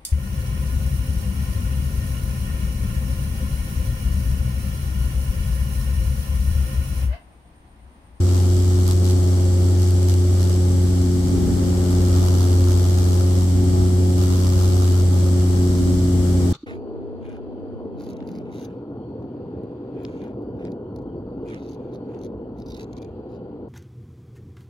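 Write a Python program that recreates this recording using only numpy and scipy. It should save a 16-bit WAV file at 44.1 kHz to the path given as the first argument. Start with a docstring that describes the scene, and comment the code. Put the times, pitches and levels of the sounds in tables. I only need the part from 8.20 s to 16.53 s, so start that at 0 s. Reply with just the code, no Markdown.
"""A deep blade-pass hum swells and sinks in a turboprop cabin, over a rumbling, roaring airframe.
Two six-bladed propellers make it: each harmonic is a pair of tones that add or cancel as their lag drifts.
Airframe rumble and roar are shaped noise, the roar pulsing with the blades; shaped noise also hisses steadily.
A loose trim panel buzzes and rings once per blade pass, harder in bouts, with a few sharp slaps.
A thin turbine whine of unsteady tones sits on top."""
import sys
import numpy as np
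from scipy import signal
from scipy.fft import rfft, irfft, next_fast_len
from scipy.io import wavfile
from scipy.ndimage import map_coordinates

SR = 44100
rng = np.random.default_rng(int(sys.argv[2]) if len(sys.argv) > 2 else 0)


def to_wav(sig):
    """Store sig (one row per channel, or 1-D mono) as 16-bit WAV at the path in sys.argv[1].

    Samples outside -1..1 are clipped; the rate is SR.
    """
    pcm = np.clip(np.atleast_2d(sig), -1, 1) * 32767
    pcm = np.round(pcm).astype(np.int16)
    wavfile.write(sys.argv[1], SR, pcm.T)  # frames by channels


N = 367345  # length in samples

# Blades passing the window. Each row: time in seconds, rate in Hz.
BLADE_RATE = [(0, 90.05), (0.8, 90.5), (1.4, 89.94), (1.9, 90.23), (2.4, 90.25), (2.9, 90.1), (3.4, 89.9),
              (3.9, 89.8), (4.4, 89.85), (4.9, 89.66), (5.4, 90.65), (5.9, 90.66), (6.5, 90.52),
              (7.1, 90.34), (7.7, 90.17), (8.33, 89.57)]
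# How far the other propeller trails the near one. Each row: time in seconds, lag in blade passes.
PROPELLER_LAG = [(0, 0.074), (.95, 0.12), (1.5, 0.11), (2, 0.081), (2.6, 0.17), (3, 0.31), (3.25, 0.39),
                 (3.6, 0.3), (4, 0.14), (4.33, 0.0098), (4.7, 0.098), (5.1, 0.14), (5.55, 0.206),
                 (6.2, 0.17), (6.7, 0.047), (7.2, 0.19), (7.7, 0.29), (8.33, 0.25)]
# Blade-pass harmonics from the first up, before balance and loading. Each row: near propeller in dB,
# other propeller's share (0-1), lag at which the two add up in blade passes, left-right phase in rad,
# flutter depth (0-1).
HARMONICS = [(-21, 1, 0.0041, 0.1, 0), (-29.5, 0.48, .28, 0.32, .04), (-29.5, 0.41, 0.269, 0.4, 0.06),
             (-30, 0.07, 0.25, 0.25, 0.16), (-44, 0.07, 0.113, 1.66, 0.37), (-47, 0.59, 0.144, -1, 0.4),
             (-52, 0.4, 0.127, 1.3, 0.37), (-52, 0.26, 0.082, 2.2, 0.2), (-49.5, 0.9, 0.014, 2.6, 0.26),
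             (-62, .4, 0.076, 2.7, 0.3)]
# Gain on the thin harmonics. Each row: time in seconds, fifth in dB, sixth in dB, seventh and above in dB.
OVERTONE_GAIN = [(0, -7, -4, -2), (1.1, -2, -2.5, -1), (1.8, -8, -2, -1), (2.7, -4, -1.5, -3),
                 (4, -2, 2.5, 1), (4.8, 4, 2, 1), (5.3, -6, -2, 3), (5.6, -1, -0.5, 8), (6.5, 0, 1.5, -1),
                 (7.4, -1.5, -2, 0), (8.33, 2, 0, 1)]
# Turbulent flow on the airframe, before trim. Each row: time in seconds, rumble in dB, roar in dB.
FLOW = [(0, -34, -34), (0.5, -34.5, -36), (1, -34.5, -35), (1.9, -35.5, -35.5), (2.7, -34, -35.5),
        (3, -33, -36), (3.25, -24.5, -32.5), (3.55, -31.5, -33), (4.1, -31.5, -33), (4.9, -34.5, -35.5),
        (5.5, -32, -35.5), (6.4, -32.5, -36), (7.3, -33.5, -34), (7.8, -29.5, -35.5), (8.33, -32, -32)]

# Noise colours, only their shape matters. Each row: frequency in Hz, relative density in dB per Hz.
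RUMBLE_COLOUR = [(18, -35), (41, -10), (46, -2), (54, 1.5), (63, -1), (72, -0.5), (85, -3.5), (115, -6),
                 (150, -8), (195, -12.5), (235, -6.5), (290, -7.5), (340, -26.5), (420, -20.5),
                 (700, -53.5)]
ROAR_COLOUR = [(120, -14), (260, 4), (400, 2), (445, -7), (520, -4), (610, -8), (740, -10), (820, -7),
               (950, -18), (1250, -16), (1600, -22), (2500, -27), (5000, -72)]
HISS_LEFT_COLOUR = [(900, -6), (2000, -13.5), (2600, -17.5), (3000, -7), (4100, -13), (5600, -6),
                    (7000, -8), (7700, 1.5), (8200, -5.5), (9600, -6.5), (10700, -23), (11500, -13),
                    (14000, -16.5), (15500, -15)]
HISS_RIGHT_COLOUR = [(900, -30), (2000, -10.5), (2600, -14), (3100, -8), (4100, -8), (6200, -6.5),
                     (7100, -11), (7700, -18), (8300, -13), (9300, -16), (10700, -13.5), (11500, -13.5),
                     (12500, -22), (15500, -27)]
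BUZZ_COLOUR = [(300, -5), (600, 10), (950, 1), (1500, -2), (1900, -10), (2600, -5.5), (3000, -1),
               (4300, -1), (6400, 1.5), (8000, -4.5), (10000, -5), (12400, -4.5), (14200, -10.5),
               (15500, -6)]
# Stereo width of the airframe noise. Each row: frequency in Hz, left-right likeness (0-1).
LIKENESS = [(40, 0.9), (130, 0.92), (260, 0.18), (400, 0.9), (520, 0.83), (700, 0), (1200, 0.28), (3000, 0)]

# Turbine whine and its sidebands a blade rate apart. Each row: frequency in Hz, level in dB before trim.
WHINE = [(7307, -61), (7487, -67), (7578, -60), (7668, -53), (7758, -56), (7848, -61), (7938, -64),
         (8028, -66), (8119, -67), (8570, -65)]
# The panel's hardest slaps. Each row: time in seconds, burst level in dB before colouring.
SLAPS = [(0.6793, -24), (0.6994, -33), (0.711, -24), (0.8454, -28), (0.899, -27), (1.6192, -30),
         (1.708, -29), (1.8297, -29), (1.886, -27), (1.94, -27), (2.2297, -27), (2.2976, -29)]
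# The panel's ringing modes. Each row: frequency in Hz, relative level in dB, time to fall 60 dB in seconds.
PANEL_MODES = [(765, 3, 0.06), (1020, 12, 0.022), (1120, -6.5, 0.012), (1370, 5, 0.016), (1430, -3, 0.028)]
# Bouts of harder buzzing, before trim. Each row: start in seconds, length in seconds, rise in seconds,
# buzz in dB, hollow ring in dB.
BOUTS = [(0, 0.66, 0.092, -42, -55.5), (0.648, 0.074, .03, -35.5, -48), (0.812, 0.11, 0.036, -36.5, -64),
         (.95, 0.55, 0.038, -47, -59), (1.54, 0.15, .06, -40, -71), (1.872, 0.048, .02, -37, -65),
         (2.16, 0.19, 0.044, -40.5, -58), (3.183, 1.78, 0.74, -37.5, -49.5), (4.95, .27, 0.049, -40, -49.5),
         (5.41, .3, 0.048, -49, -53.5), (5.962, 0.84, 0.022, -37, -48), (6.878, 0.86, .06, -47, -56)]
# Peaks and hollows of the microphone ports. Each row: frequency in Hz, width in Hz, gain in dB.
PORTS = [(2590, 56, -8), (4310, 150, 2), (4735, 310, 3), (5120, 120, -1), (5460, 86, 3.5),
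         (10750, 230, -7.5), (11500, 170, -1), (12100, 210, -7), (12550, 130, 2.5), (13600, 240, -10),
         (13900, 170, 0), (15400, 220, -15)]

BLADES = 6
GUST_LOADING = 0.2  # dB that the second to fourth harmonics gain per dB of rumble, as gusts load the blades
IDLE_BUZZ_DB, IDLE_RING_DB = -44.5, -60.5  # the panel between bouts, before trim
RELEASE_S = 0.02  # decay time constant of a bout
TOP_HZ, EDGE_S = 15650, 0.006  # band limit; fade at each end


def amp(db):
    """Decibels to gain."""
    return 10 ** (np.asarray(db) / 20)


def unit(x):
    """Scaled to rms 1."""
    return x / np.sqrt(np.mean(x ** 2) + 1e-20)


def along(points, hz):
    """(Hz, value) points read on a log frequency axis."""
    f, v = np.transpose(points)
    return np.interp(np.log(hz + 1), np.log(f + 1), v)


def curves(rows):
    """One value per sample for each column after the time."""
    s, *cols = np.transpose(rows)
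    return [np.interp(np.arange(N) / SR, s, c) for c in cols]


def wobble(rate):
    """A smooth random curve with rate knots a second."""
    t = np.arange(N) / SR
    coarse = t[::64]
    knots = rng.standard_normal(1024)
    return np.interp(t, coarse, map_coordinates(knots, [coarse * rate], mode="mirror"))


def filtered(x, response):
    """x times a response of frequency, padded against wrap-around."""
    m = next_fast_len(N + SR // 2)
    return irfft(rfft(x, m) * response(np.fft.rfftfreq(m, 1 / SR)), m)[..., :N]


def coloured(x, spectrum):
    """x shaped by (Hz, dB) points."""
    return filtered(x, lambda hz: amp(along(spectrum, hz)))


def lean(left_db):
    """Gains that make the left channel louder by left_db."""
    return amp(left_db * np.array([[0.5], [-0.5]]))


def rush(spectrum):
    """Stereo noise of rms 1, its left-right likeness set per frequency by a mid-side balance."""
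    def mid_side(hz):
        turn = np.arccos(np.clip(along(LIKENESS, hz), -1, 1)) / 2
        return amp(along(spectrum, hz)) * [np.cos(turn), np.sin(turn)]

    mid, side = filtered(rng.standard_normal((2, N)), mid_side)
    return unit(np.array([mid + side, mid - side]))


def tone(phase, spread, flutter, rate, order=1):
    """A stereo harmonic, rms 1 before flutter shakes its size and phase; spread is left-right phase."""
    shaken = 1 + flutter * (wobble(rate) + 1j * wobble(rate))
    ear_phase = spread * np.array([[0.5], [-0.5]])
    return np.sqrt(2) * np.real(shaken * np.exp(1j * (order * phase + ear_phase)))


def air():
    """Steady hiss of cabin air: independent noise in each ear, fuller on the left."""
    left, right = rng.standard_normal((2, N))
    hiss = np.array([coloured(left, HISS_LEFT_COLOUR), coloured(right, HISS_RIGHT_COLOUR)])
    return amp(-40.0) * unit(hiss)


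def turbine():
    """Thin, slightly unsteady lines of the engine's whine."""
    turn = 2 * np.pi * np.arange(N) / SR
    lines = sum(amp(db) * tone(hz * turn, spread=0.6, flutter=0.45, rate=16) for hz, db in WHINE)
    return amp(-4.0) * lines * lean(3)


def airframe(passes):
    """Turbulence rumbles in the fuselage; the roar of the propeller wash pulses with the blades."""
    rumble_db, roar_db = curves(FLOW)
    rumble = amp(rumble_db + 5.0) * rush(RUMBLE_COLOUR)
    wash = 1 + 0.092 * np.cos(2 * np.pi * passes)
    return rumble + amp(roar_db + 1.26) * wash * rush(ROAR_COLOUR)


def contacts(passes, scatter_db, jitter_s):
    """One blow per blade pass, uneven in size and timing."""
    hits = np.flatnonzero(np.diff(np.floor(passes)))
    timing, size = rng.standard_normal((len(hits), 2)).T
    hits = np.clip(hits + np.round(jitter_s * SR * timing).astype(int), 0, N - 1)
    return np.bincount(hits, amp(scatter_db * size), N)


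def chatter(blows, level_db, spectrum, decay, rise, rebound):
    """Each blow is a burst of noisy micro-impacts, with a weak rebound about half a cycle later."""
    t = np.arange(SR // 40) / SR
    burst = lambda u: np.exp(-u / decay) * (1 - np.exp(-u / rise))
    contact = burst(t) + rebound * burst(np.maximum(t - 0.006, 0))
    force = unit(signal.fftconvolve(blows, contact)[:N])
    return amp(level_db) * unit(coloured(force * rng.standard_normal((2, N)), spectrum))


def hollow(blows, swish_db=-5, ear_lag_s=0.00039):
    """Every blow rings the same modes, so lines a blade rate apart stand over a soft swish."""
    t = np.arange(SR // 20) / SR
    arrival = np.maximum(t - np.array([[0], [ear_lag_s]]), 0)  # the left ear is nearer
    response = 0
    for k, (hz, db, t60) in enumerate(PANEL_MODES):
        decay = amp(db - 60 * arrival / t60)
        response = response + (-1) ** k * decay * np.sin(2 * np.pi * hz * arrival)  # alternating polarity
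    response = response * (1 - np.exp(-arrival / 0.0012))  # soft onset
    ring = unit(signal.fftconvolve(blows[None], response, axes=1)[:, :N])
    swish_colour = [(500, -30), (1000, -31), (1170, 3.5), (1400, 0.5), (1560, -34), (2200, -49)]
    swish = chatter(blows, swish_db, swish_colour, decay=0.0022, rise=0.00081, rebound=0.14)
    return unit(ring + swish)


def bouts(waver_db=1.03, waver_rate=12):
    """Gains of the panel's buzz and ring: each bout rises, holds unsteadily and dies away."""
    t = np.arange(N) / SR
    power = amp([[IDLE_BUZZ_DB], [IDLE_RING_DB]]) ** 2
    for start, length, rise, buzz_db, ring_db in BOUTS:
        attack = np.clip((t - start) / rise, 0, 1)
        release = np.exp(-np.maximum(t - start - length, 0) / RELEASE_S)
        power = power + (amp([[buzz_db], [ring_db]]) * attack * release) ** 2
    return np.sqrt(power) * amp(waver_db * wobble(waver_rate))


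def panel(passes, buzz_trim_db=-0.5, ring_trim_db=6.5):
    """The hum throws a loose panel against its frame once a cycle: a dry buzz over a longer hollow ring."""
    blows = contacts(passes, scatter_db=1.4, jitter_s=0.00005)
    buzz_gain, ring_gain = bouts()
    buzz = chatter(blows, buzz_trim_db, BUZZ_COLOUR, decay=0.0025, rise=0.0014, rebound=0.26)
    return buzz_gain * buzz + ring_gain * amp(ring_trim_db) * hollow(blows)


def slaps(decay_s=0.00097):
    """The panel's hardest contacts: decaying noise bursts, shorter and brighter than its buzz."""
    t = np.arange(SR // 50) / SR
    bursts = np.zeros(N)
    for s, db in SLAPS:
        bursts[round(s * SR):][:len(t)] += amp(db) * np.exp(-t / decay_s)
    colour = [(800, -15), (2500, 3), (4500, 5.0), (12000, 6.0), (15500, -13)]
    return coloured(bursts * rng.standard_normal((2, N)), colour)


def blade_passes():
    """Running count of blades that have passed the window."""
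    return np.cumsum(curves(BLADE_RATE)[0]) / SR


def propeller_pair(passes, order, flutter_rate):
    """One harmonic of both propellers: they add or cancel as the lag between them drifts."""
    db, share, in_step, spread, flutter = HARMONICS[order - 1]
    trailing = passes - curves(PROPELLER_LAG)[0] + in_step
    near = tone(2 * np.pi * passes, spread, flutter, flutter_rate, order=order)
    far = tone(2 * np.pi * trailing, spread, flutter, flutter_rate, order=order)
    return amp(db) * (near + share * far)


def overtones(passes):
    """The thin upper harmonics beat faster, waver in the turbulence and reach each ear with their own phase."""
    fifth_db, sixth_db, higher_db = curves(OVERTONE_GAIN)
    line = lambda order: propeller_pair(passes, order, flutter_rate=7)
    higher = sum(line(k) for k in range(7, len(HARMONICS) + 1))
    return amp(fifth_db) * line(5) + amp(sixth_db) * line(6) + amp(higher_db) * higher


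def propellers(passes):
    """The four strong harmonics through the cabin wall; unequal blades add shaft-rate sidebands to the first."""
    uneven = 1 + 0.0086 * np.cos(2 * np.pi * passes / BLADES)
    hum = uneven * propeller_pair(passes, order=1, flutter_rate=48)
    rumble_db = curves(FLOW)[0]
    loading = amp(GUST_LOADING * (rumble_db - rumble_db.mean()))
    second, third, fourth = [propeller_pair(passes, order=k, flutter_rate=12) for k in range(2, 5)]
    upper = loading * (second - third + fourth)  # the wall's modes pass the third harmonic upside down
    return hum * lean(0.31) + upper * lean(1.7)


def scene():
    """Everything heard from the window seat."""
    passes = blade_passes()
    background = air() + turbine() + airframe(passes)
    loose_panel = panel(passes) + slaps()
    return background + loose_panel + overtones(passes) + propellers(passes)


def record(dry):
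    """Microphone ports colour the treble, nothing passes above the band limit, and both ends are eased."""
    def ports(f):
        return amp(sum(db * np.exp(-((f - hz) / width) ** 2) for hz, width, db in PORTS))

    t = np.arange(N) / SR
    to_edge = np.minimum(t, t[::-1])
    eased = dry * np.sin(np.pi / 2 * np.clip(to_edge / EDGE_S, 0, 1))
    return filtered(eased, lambda hz: ports(hz) * (hz < TOP_HZ))


dry = scene()
out = record(dry)
to_wav(out)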